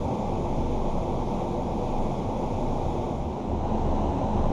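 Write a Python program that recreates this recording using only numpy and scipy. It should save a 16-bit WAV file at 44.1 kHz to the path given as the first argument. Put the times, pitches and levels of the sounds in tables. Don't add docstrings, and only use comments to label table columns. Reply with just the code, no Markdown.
import sys
import numpy as np
from scipy import signal
from scipy.fft import rfft, irfft
from scipy.io import wavfile

SR = 44100
rng = np.random.default_rng(int(sys.argv[2]) if len(sys.argv) > 2 else 0)


def pcm_store(signal):
    levels = np.round(np.clip(np.atleast_2d(signal), -1, 1) * 32767)
    wavfile.write(sys.argv[1], SR, levels.astype(np.int16).T)


N = 199552
TIME = np.arange(N) / SR


def undb(db):
    return 10 ** (np.asarray(db) / 20)


def unit(x):
    return x / np.sqrt(np.mean(x ** 2))


def automation(points):
    return np.interp(TIME, *np.transpose(points))


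def shape(x, gain):
    return irfft(rfft(x) * gain(np.maximum(np.fft.rfftfreq(N, 1 / SR), 1)), N)


def colour(x, eq):
    hz, db = np.transpose(eq)
    x = shape(x, lambda f: undb(np.interp(np.log(f), np.log(hz), db)))
    return unit(shape(x, lambda f: np.minimum(f / hz[0], 1) ** 2))


def drift(rate_hz):
    return unit(shape(rng.standard_normal(N), lambda f: np.exp(-(f / rate_hz) ** 2)))


def water(low_hz, high_hz, bubbles_per_s, cycles, spread_db, bubble_db, flicker_db, flicker_hz, bands=14):
    edges = np.geomspace(low_hz, high_hz, bands + 1)
    centres = np.sqrt(edges[:-1] * edges[1:])
    edges[0], edges[-1] = 0, SR
    out = np.zeros(N)
    for lo, hi, hz in zip(edges, edges[1:], centres):
        births = rng.random(N) < bubbles_per_s / bands / SR
        strengths = undb(spread_db * np.minimum(rng.exponential(size=N), 4))
        age = TIME[:int(SR * cycles / hz) + 2]
        life = age * hz / cycles
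        ring = np.sin(2 * np.pi * hz * age * (1 + 0.053 * life)) * undb(-60 * life)
        bubbles = unit(signal.oaconvolve(births * strengths, np.diff(ring, prepend=0))[:N])
        churn = shape(rng.standard_normal(N), lambda f: (f >= lo) & (f < hi))
        share = np.sqrt(2 * hz * np.log(high_hz / low_hz) / bands / SR)
        out += (churn + undb(bubble_db) * share * bubbles) * undb(flicker_db * drift(flicker_hz))
    return out


def chamber(x, t60_s, wet_db):
    tail = rng.standard_normal(SR) * undb(-60 * TIME[:SR] / t60_s)
    wet = irfft(rfft(x) * rfft(tail / np.linalg.norm(tail), N), N)
    return x + undb(wet_db) * wet


# freq_hz, gain_db
WASH_WALL_EQ = [(35, -5), (54, -8.5), (92, 3.5), (170, -6), (245, -3.5), (310, -7), (500, -6), (700, -5.5),
                (880, -10), (1120, -17), (1250, -26.5), (1500, -35.5), (1750, -44), (3000, -66)]
WASH_MOUTH_EQ = [(35, -18), (55, -4), (115, 2), (165, -4), (260, -2), (320, -4), (500, -5), (700, -5),
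                 (930, -8.5), (1120, -17.5), (1230, -24), (1480, -29), (1750, -42), (3000, -75)]


def wash(eq, level_db):
    plunge = water(150, 1800, bubbles_per_s=700, cycles=12.2, spread_db=2,
                   bubble_db=-4, flicker_db=1, flicker_hz=12.5)
    return undb(level_db) * colour(chamber(plunge, t60_s=0.29, wet_db=-14), eq)


# freq_hz, gain_db
SPRAY_WALL_EQ = [(1200, -8), (1800, -10), (2150, -1), (2480, 0), (2800, -6.5), (3450, -2), (4400, -12),
                 (6000, -9), (6900, -10), (8000, -25), (8600, -20), (9400, -25), (10300, -20), (12600, -31)]
SPRAY_MOUTH_EQ = [(1200, -3.5), (1800, -3), (2250, 0), (2850, -1.5), (4050, -4), (4500, -12), (5500, -11),
                  (6000, -7), (7000, -11.5), (8000, -20), (9100, -25), (10200, -24.5), (11400, -27.5),
                  (12400, -58)]
# time_s, gain_db
SPLASH_SURGES = [(0.0, -0.2), (0.25, -0.4), (0.47, 0.2), (1.15, -0.5), (1.35, 1.1), (1.65, -1.1),
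                 (2.04, 1.2), (2.33, -0.7), (2.55, 0.5), (2.7, 0), (2.93, 0.4), (3.5, -0.4), (4.52, 0.1)]


def spray(eq, level_db):
    fizz = water(1500, 12000, bubbles_per_s=4000, cycles=2.7, spread_db=2.5,
                 bubble_db=-9, flicker_db=0.68, flicker_hz=13)
    waver_db = 0.2 * drift(rate_hz=6)
    hiss = colour(chamber(fizz, t60_s=0.53, wet_db=-17), eq)
    return undb(level_db + automation(SPLASH_SURGES) + waver_db) * hiss


# pitch_hz, width_hz, wall_db, mouth_db
AIR_MODES = [(40.7, 5.4, -46.5, -48), (102.7, 18, -44, -37.5), (140.5, 7.3, -41, -43),
             (183, 7.2, -41.5, -39), (214.5, 7.9, -42.5, -41.5), (240.7, 19.7, -40.5, -51),
             (275.5, 16.7, -45, -42), (351.7, 13.8, -40.5, -42), (494.3, 23, -42, -51.5),
             (759, 11.5, -53, -44.5), (826, 26.7, -43.5, -42), (890.2, 24, -44, -48.5),
             (924, 19.5, -52, -44), (998, 40, -53, -47)]


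def hollow_ring(at_mouth, trim_db):
    out = np.zeros(N)
    for hz, width_hz, wall_db, mouth_db in AIR_MODES:
        turbulence = rng.standard_normal(N)
        mode = shape(turbulence, lambda f: (1 + .5j * hz / width_hz * (f / hz - hz / f)) ** -2)
        out += undb(mouth_db if at_mouth else wall_db) * unit(mode)
    return undb(trim_db) * out


def pipe_tone(pitch_hz, wander_hz, swells, trim_db):
    phase = 2 * np.pi * np.cumsum(pitch_hz + wander_hz * drift(rate_hz=4.42)) / SR
    return unit(np.sin(phase)) * undb(automation(swells) + trim_db)


# time_s, level_db
THROB_SWELLS = [(0.0, -28.5), (0.11, -55), (0.29, -29.5), (0.44, -37), (0.52, -29.5), (0.98, -27),
                (1.06, -39), (1.12, -30.5), (1.69, -38.5), (2.03, -25), (2.18, -39.5), (2.72, -28),
                (3.13, -43), (3.22, -31), (3.3, -53), (3.35, -39), (3.94, -26), (4.18, -38), (4.47, -22.5),
                (4.52, -29)]
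BOOM_SWELLS = [(0.0, -37), (0.31, -50), (0.45, -32), (0.52, -42), (0.6, -31.5), (0.94, -42), (1.18, -40),
               (1.23, -50), (1.78, -36), (1.87, -50), (1.95, -46), (2.8, -50), (2.86, -32), (3.07, -41),
               (3.27, -32), (3.41, -51), (3.51, -29), (3.68, -34.5), (3.79, -36), (3.9, -26.5), (3.99, -35),
               (4.09, -25), (4.15, -45), (4.24, -31.5), (4.34, -36.5), (4.39, -27.5), (4.45, -40),
               (4.52, -33)]
HUM_SWELLS = [(3.38, -52), (3.45, -32.5), (3.58, -41), (3.75, -31), (3.9, -44), (4.08, -36.5),
              (4.16, -39.5), (4.35, -30), (4.52, -41)]


def pipe_drone():
    throb = pipe_tone(23.2, wander_hz=0.94, swells=THROB_SWELLS, trim_db=-0.14)
    boom = pipe_tone(72.5, wander_hz=1.25, swells=BOOM_SWELLS, trim_db=-0.6)
    hum = pipe_tone(211, wander_hz=2.84, swells=HUM_SWELLS, trim_db=-1.5)
    return throb + boom + hum


def brief_tone(start_s=3.368, peak_db=-28.5, pitch_hz=425, rise_hz_per_s=150, attack_s=0.022, t60_s=0.2):
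    age = np.maximum(TIME - start_s, 0)
    tone = np.sin(2 * np.pi * np.cumsum(pitch_hz + rise_hz_per_s * age) / SR)
    attack = np.minimum(age / attack_s, 1)
    decay = undb(-60 * np.maximum(age - attack_s, 0) / t60_s)
    return undb(peak_db) * attack * decay * tone


def bass_dip(x, centre_s=3.4, width_s=0.05, depth_db=-9, below_hz=145):
    bass = shape(x, lambda f: 1 / (1 + (f / below_hz) ** 8))
    duck = undb(depth_db * np.exp(-((TIME - centre_s) / width_s) ** 2))
    return x + bass * (duck - 1)


def scene():
    wall = wash(WASH_WALL_EQ, level_db=-30.5) + spray(SPRAY_WALL_EQ, level_db=-52.5)
    wall += hollow_ring(at_mouth=False, trim_db=0.05)
    mouth = wash(WASH_MOUTH_EQ, level_db=-28.5) + spray(SPRAY_MOUTH_EQ, level_db=-52)
    mouth += hollow_ring(at_mouth=True, trim_db=-1)
    fade = automation([(2.96, 0), (3.806, 1)])
    bed = (1 - fade) * wall + fade * mouth
    return bass_dip(bed + pipe_drone() + brief_tone())[None]


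def record(dry, top_hz=12700, fade_s=0.003):
    high_cut = signal.ellip(8, .2, 70, top_hz, fs=SR, output="sos")
    ends = np.clip(np.minimum(TIME, TIME[-1] - TIME) / fade_s, 0, 1)
    return ends * signal.sosfilt(high_cut, dry)


dry = scene()
out = record(dry)
pcm_store(out)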